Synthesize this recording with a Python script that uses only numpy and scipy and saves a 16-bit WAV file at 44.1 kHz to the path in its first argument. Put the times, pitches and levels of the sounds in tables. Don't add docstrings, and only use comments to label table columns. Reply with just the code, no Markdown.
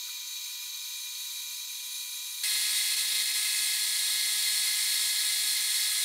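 import sys
import numpy as np
from scipy import signal
from scipy.fft import rfft, irfft
from scipy.io import wavfile

SR = 44100
rng = np.random.default_rng(int(sys.argv[2]) if len(sys.argv) > 2 else 0)


def output_pcm(signal):
    pcm = np.clip(np.atleast_2d(signal).T, -1, 1) * 32767
    wavfile.write(sys.argv[1], SR, np.round(pcm).astype(np.int16))


def field_ratio(decibels):
    return 10 ** (np.asarray(decibels, dtype=float) / 20)


N = 266364


def drift(rate):
    pole = np.exp(-80 * np.pi * rate / SR)
    noise = rng.standard_normal(N // 40 + 4002)
    slow = signal.lfilter([1], [1, -2 * pole, pole * pole], noise)[4000:]
    slow = (slow - slow.mean()) / slow.std()
    return np.interp(np.arange(N) / 40, np.arange(len(slow)), slow)


def tone(phase, db, waver_db):
    return np.sqrt(2) * field_ratio(db + waver_db * drift(3.1)) * np.cos(phase)


def side_view(heard):
    # multiple of the tooth rate, multiple of the throb rate, rms level in dB before wavers.
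    comb = [(1, 0, -66), (1, 1, -73), (1, 2, -72.5), (2, -1, -81), (2, 0, -67), (2, 1, -72), (3, -1, -69),
            (3, 1, -63), (4, -2, -70), (4, -1, -57.5), (4, 0, -44.5), (4, 1, -56.5), (4, 2, -59),
            (5, -1, -60.5), (5, 0, -61.5), (5, 1, -64), (5, 2, -72), (5, 3, -68), (6, 0, -61), (6, 1, -57),
            (7, -2, -57), (6, 3, -59.5), (7, 0, -63.5), (7, 1, -58), (7, 2, -59), (8, 0, -63), (8, 1, -68),
            (8, 2, -69), (8, 3, -66.5), (9, 2, -67), (9, 3, -67.5), (10, 2, -67.5), (10, 3, -73),
            (11, 0, -70)]
    # pitch in Hz, rms level in dB before wavers.
    lines = [(461.6, -94.5), (487.9, -94.5), (915.2, -92.4), (1148.0, -81.5), (1203.8, -81.5),
             (1384.9, -88), (1724.0, -75.5), (2010.0, -78.0), (2381.4, -60.5), (2408.4, -60),
             (2865.3, -76.2), (3156.0, -68.5), (3227.3, -70.0), (3310.7, -60.5), (3569.8, -63.5),
             (3635.1, -63.5), (3645.8, -62), (4362.5, -58.5), (4891.4, -70.4), (5106.1, -59), (5337.5, -78),
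             (5524.6, -74), (11667.6, -69), (12851.3, -66), (14041.7, -64), (14291.3, -65),
             (15239.5, -69.3), (15482.4, -69)]
    # centre in Hz, width in Hz before squaring, level in dB per Hz before gating.
    body = [(625, 200, -110.5), (1041, 97, -94.5), (1460, 87, -94), (1985, 69, -87), (2420, 132, -74.1),
            (3360, 220, -83.1), (3620, 152, -81), (3940, 199, -76), (4360, 270, -72), (5110, 87, -80.5),
            (6344, 580, -74.0), (7150, 350, -79.5), (7607, 330, -82.5), (8072, 112, -85.5),
            (8730, 422, -80), (9370, 524, -83.0), (9850, 525, -81.5), (10270, 421, -81.5),
            (10760, 265, -85), (11084, 320, -84.5), (11540, 120, -79), (11930, 179, -79),
            (12300, 240, -78.7), (12878, 99, -85), (13314, 123, -84.5), (14189, 682, -82.5),
            (14951, 416, -87), (15365, 753, -86)]
    # frequency in Hz, level in dB per Hz before gating.
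    base = [(60, -144.3), (150, -137.4), (300, -117.3), (500, -116.3), (800, -110.7), (1200, -97),
            (1700, -97), (2800, -87), (4800, -84.5), (7000, -84), (9500, -90.5), (11500, -86), (14000, -87),
            (15700, -100.8)]
    hiss = tool_hiss_db(start_db=-4, growth_db=3, swell_db=2.4, turns=5.45, swell_s=1.024)
    return lathe(heard, (974.88, 242.27), comb, lines, body, base, hiss, hiss_hz=9800,
                 mesh_depth=.12, throb_depth=.17, waver_db=.3)


def top_view(heard):
    # multiple of the tooth rate, multiple of the throb rate (both get rounded),
    # rms level in dB before wavers.
    comb = [(0, 1, -80), (1, 0, -67.5), (1, 1, -63), (1, 2, -66.5), (2, -2, -69), (2, 0, -50), (2, 1, -52),
            (3, -1, -54.5), (3, 0, -55), (3, 2, -60), (4, -1, -51.5), (4, 0, -44.5), (4, 0, -54),
            (4, 2, -45.5), (5, -1, -51), (5, 0, -40), (5, 1, -45.5), (5, 1, -57), (6, 0, -54), (6, 1, -53),
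            (6, 1.5, -57), (6, 3, -62), (7, 0, -54.5), (7, 3.5, -54), (8, -1, -56.5), (8, 0.5, -58),
            (8, 2, -56), (9, 0.5, -56), (11, 2.5, -59)]
    # pitch in Hz, rms level in dB before wavers.
    lines = [(791.4, -68.5), (894, -75.0), (918.5, -82.0), (1293.3, -70.0), (1490, -67.5), (1626, -73),
             (1737, -60), (2060.5, -54), (2095, -55.5), (2474, -57), (2583, -57.5), (2729.3, -68),
             (3764, -48), (4616.9, -51), (10060, -53), (11124.6, -60.7), (12154.1, -67.0), (12364.8, -64),
             (13183.7, -54.4), (14425.9, -55), (14636.5, -66.0), (3423.0, -60), (5250, -61), (7461.4, -64),
             (7570, -54), (8057.8, -57), (8760, -55.0), (8802.0, -52), (9429.0, -52), (9589.3, -52),
             (9908.0, -53), (10302.4, -59.0), (10700.0, -62.0)]
    # centre in Hz, width in Hz before squaring, level in dB per Hz before gating.
    body = [(320, 185, -99.2), (1008, 150, -86.5), (1310, 210, -83.5), (2080, 198, -65), (2570, 176, -71.5),
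            (2860, 98, -73), (3170, 72, -73.0), (3743, 314, -65.5), (4160, 170, -60), (4460, 220, -65.5),
            (5230, 280, -68.2), (5640, 240, -69.0), (6140, 430, -72.5), (6640, 530, -72.0),
            (7390, 492, -68.5), (7960, 320, -69.5), (8280, 220, -68.5), (8750, 430, -65.5),
            (9250, 321, -70.5), (9740, 190, -69.5), (10320, 870, -67.5), (11423, 450, -77.5),
            (11900, 514, -76), (12300, 212, -76), (12800, 350, -71.1), (13249, 359, -74.6),
            (13739, 811, -75.4), (15209, 475, -80), (3410, 120, -71.5), (3750, 60, -64)]
    # frequency in Hz, level in dB per Hz before gating.
    base = [(60, -122.4), (150, -104.1), (300, -118.2), (500, -103.5), (800, -97), (1200, -104.0),
            (1700, -79.5), (2800, -77.5), (4800, -71), (7000, -83.5), (9500, -72.5), (11500, -85),
            (14000, -80.5), (15700, -81.5)]
    hiss = tool_hiss_db(start_db=-0.57, growth_db=0.18, swell_db=.9, turns=4.35, swell_s=4.125)
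    return lathe(heard, (842.85, 209.62), comb, lines, body, base, hiss, hiss_hz=8600,
                 mesh_depth=.15, throb_depth=.09, waver_db=.5)


def lathe(heard, rates, comb, lines, body, base, hiss, hiss_hz, mesh_depth, throb_depth, waver_db):
    clock = np.cumsum(1 + 0.000149 * drift(0.59)) / SR
    mesh, throb = (2 * np.pi * hz * clock for hz in rates)
    tones = gears(mesh, throb, comb, waver_db)
    tones = tones + whines(clock, lines, wander=0.79, waver_db=waver_db + 1.2)
    noise = rattle(mesh, throb, body, base, hiss, hiss_hz, mesh_depth, throb_depth, flicker_db=0.33)
    return heard * (tones + noise)


def gears(mesh, throb, comb, waver_db):
    start = rng.uniform(0, 2 * np.pi, 20)
    out = np.zeros(N)
    for i, j, db in comb:
        phase = round(i) * mesh + round(j) * throb
        out += tone(phase + start[round(i)] + rng.normal(0, 0.49), db, waver_db)
    return out


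def whines(clock, lines, wander, waver_db):
    return sum(tone(2 * np.pi * hz * clock + wander * drift(2.6), db, waver_db) for hz, db in lines)


def rattle(mesh, throb, body, base, hiss, hiss_hz, mesh_depth, throb_depth, flicker_db):
    shaft = throb / 4
    throb_shape = np.cos(throb) + 0.66 * np.cos(2 * throb)
    gate = np.exp(mesh_depth * np.cos(mesh) + throb_depth * throb_shape + 0.056 * np.cos(shaft))
    force = gate / gate.mean() * field_ratio(flicker_db * drift(15)) * rng.standard_normal(N)

    hz = np.maximum(np.arange(N // 2 + 1) * SR / N, 1)
    base_hz, base_db = np.transpose(base)
    power = field_ratio(np.interp(np.log(hz), np.log(base_hz), base_db)) ** 2
    for centre_hz, width_hz, db in body:
        power = power + field_ratio(db) ** 2 / (1 + (2 * (hz - centre_hz) / width_hz) ** 2) ** 2
    spectrum = rfft(force) * np.sqrt(power * SR / 2) * (hz < 15740)
    spectrum = spectrum * near_echoes(hz, echo_db=-23.0)

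    octave_like = np.log(hz / hiss_hz)
    share = np.exp(-(octave_like / .24) ** 2)
    core = np.exp(-(octave_like / 0.081) ** 4)
    hiss_db, turn_db = hiss
    hiss_sound = irfft(spectrum * share * (1 - core), N) + field_ratio(turn_db) * irfft(spectrum * share * core, N)
    rest = irfft(spectrum * (1 - share), N)
    return rest + field_ratio(hiss_db + .5 * drift(8)) * hiss_sound


def tool_hiss_db(start_db, growth_db, swell_db, turns, swell_s):
    t = np.arange(N) / SR
    return start_db + growth_db * t, swell_db * np.cos(2 * np.pi * turns * (t - swell_s))


def near_echoes(hz, echo_db, count=10):
    delays = rng.uniform(.003, .014, count)
    signs = rng.choice([-1, 1], count)
    echoes = sum(sign * np.exp(-2j * np.pi * hz * lag) for lag, sign in zip(delays, signs))
    return (1 + field_ratio(echo_db) * echoes) / np.sqrt(1 + count * field_ratio(echo_db) ** 2)


def ring(x):
    centre_hz, width_hz = 2610, 150
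    before_db, after_db, step_s, step_length_s = 2.5, -2.6, 3.82, .05
    hz = np.arange(N // 2 + 1) * SR / N
    band = irfft(rfft(x) * np.exp(-((hz - centre_hz) / width_hz) ** 2), N)
    after = .5 + .5 * np.tanh((np.arange(N) / SR - step_s) / step_length_s)
    return x + (field_ratio(before_db + (after_db - before_db) * after) - 1) * band


def knock():
    # pitch in Hz, level in dB relative to the knock, time to fall by 60 dB in seconds.
    modes = [(1310, -3, .06), (1420, -3, .08), (1510, 1, .06)]
    start_s, knock_db = .081, -48
    t = np.maximum(np.arange(N) / SR - start_s, 0)
    rise = 1 - np.exp(-t / 0.0035)
    return sum(field_ratio(knock_db + db - 60 * t / t60) * rise * np.sin(2 * np.pi * hz * t) for hz, db, t60 in modes)


def swells():
    # start in seconds, length in seconds, first pitch in Hz, last pitch in Hz,
    # final rms level in dB before the fade at the end.
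    glides = [(.0, .09, 590, 585, -80), (0.661, 0.15, 640, 581, -81), (0.688, .11, 1200, 1120, -70),
              (1.03, 0.15, 640, 575, -80), (2.6, .81, 405, 428, -69.5), (2.95, .39, 148, 150.7, -78),
              (3.46, .16, 400, 395, -74), (4.37, 0.48, 149, 148, -72)]
    rise_db, edge_s = 7.5, .025
    out = np.zeros(N)
    for start_s, length_s, from_hz, to_hz, db in glides:
        t = np.arange(N) / SR - start_s
        left = np.clip(1 - t / length_s, 0, 1)
        edges = np.clip(np.minimum(t, length_s - t) / edge_s + .5, 0, 1)
        hz = to_hz + (from_hz - to_hz) * left ** 2
        out += edges * tone(2 * np.pi * np.cumsum(hz) / SR, db - rise_db * left, waver_db=0.1)
    return out


def hums():
    # pitch in Hz, rms level in dB before wavers, phase wander in radians.
    low_tones = [(402, -80, 1.4), (149, -86, 0.54)]
    t = np.arange(N) / SR
    return sum(tone(2 * np.pi * hz * t + wander * drift(4.4), db, waver_db=3.0) for hz, db, wander in low_tones)


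def dips():
    # middle of the drop in seconds, depth in dB.
    drops = [(.717, -1.5), (1.67, -2.5), (1.821, -2.5), (2.958, -3.5), (3.04, -2.5), (3.069, -2.5),
             (3.093, -1), (3.246, -2), (3.331, -3.5)]
    waver_db, width_s = .3, .006
    t = np.arange(N) / SR
    drop_db = sum(db * np.exp(-.5 * ((t - middle_s) / width_s) ** 2) for middle_s, db in drops)
    return field_ratio(waver_db * drift(4.0) + drop_db)


def scene():
    top = np.arange(N) >= 2.4341 * SR
    side_part = side_view(~top)
    top_part = top * (ring(top_view(top)) + hums())
    mono = (side_part + top_part + swells() + knock()) * dips()
    return np.tile(mono, (2, 1))


def low_pass(x):
    return signal.sosfilt(signal.butter(12, 17000, fs=SR, output="sos"), x)


def record(dry):
    bass_cut = signal.butter(2, 82, "high", fs=SR, output="sos")
    thin = signal.sosfilt(bass_cut, dry)
    return low_pass(thin)


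dry = scene()
out = record(dry)
output_pcm(out)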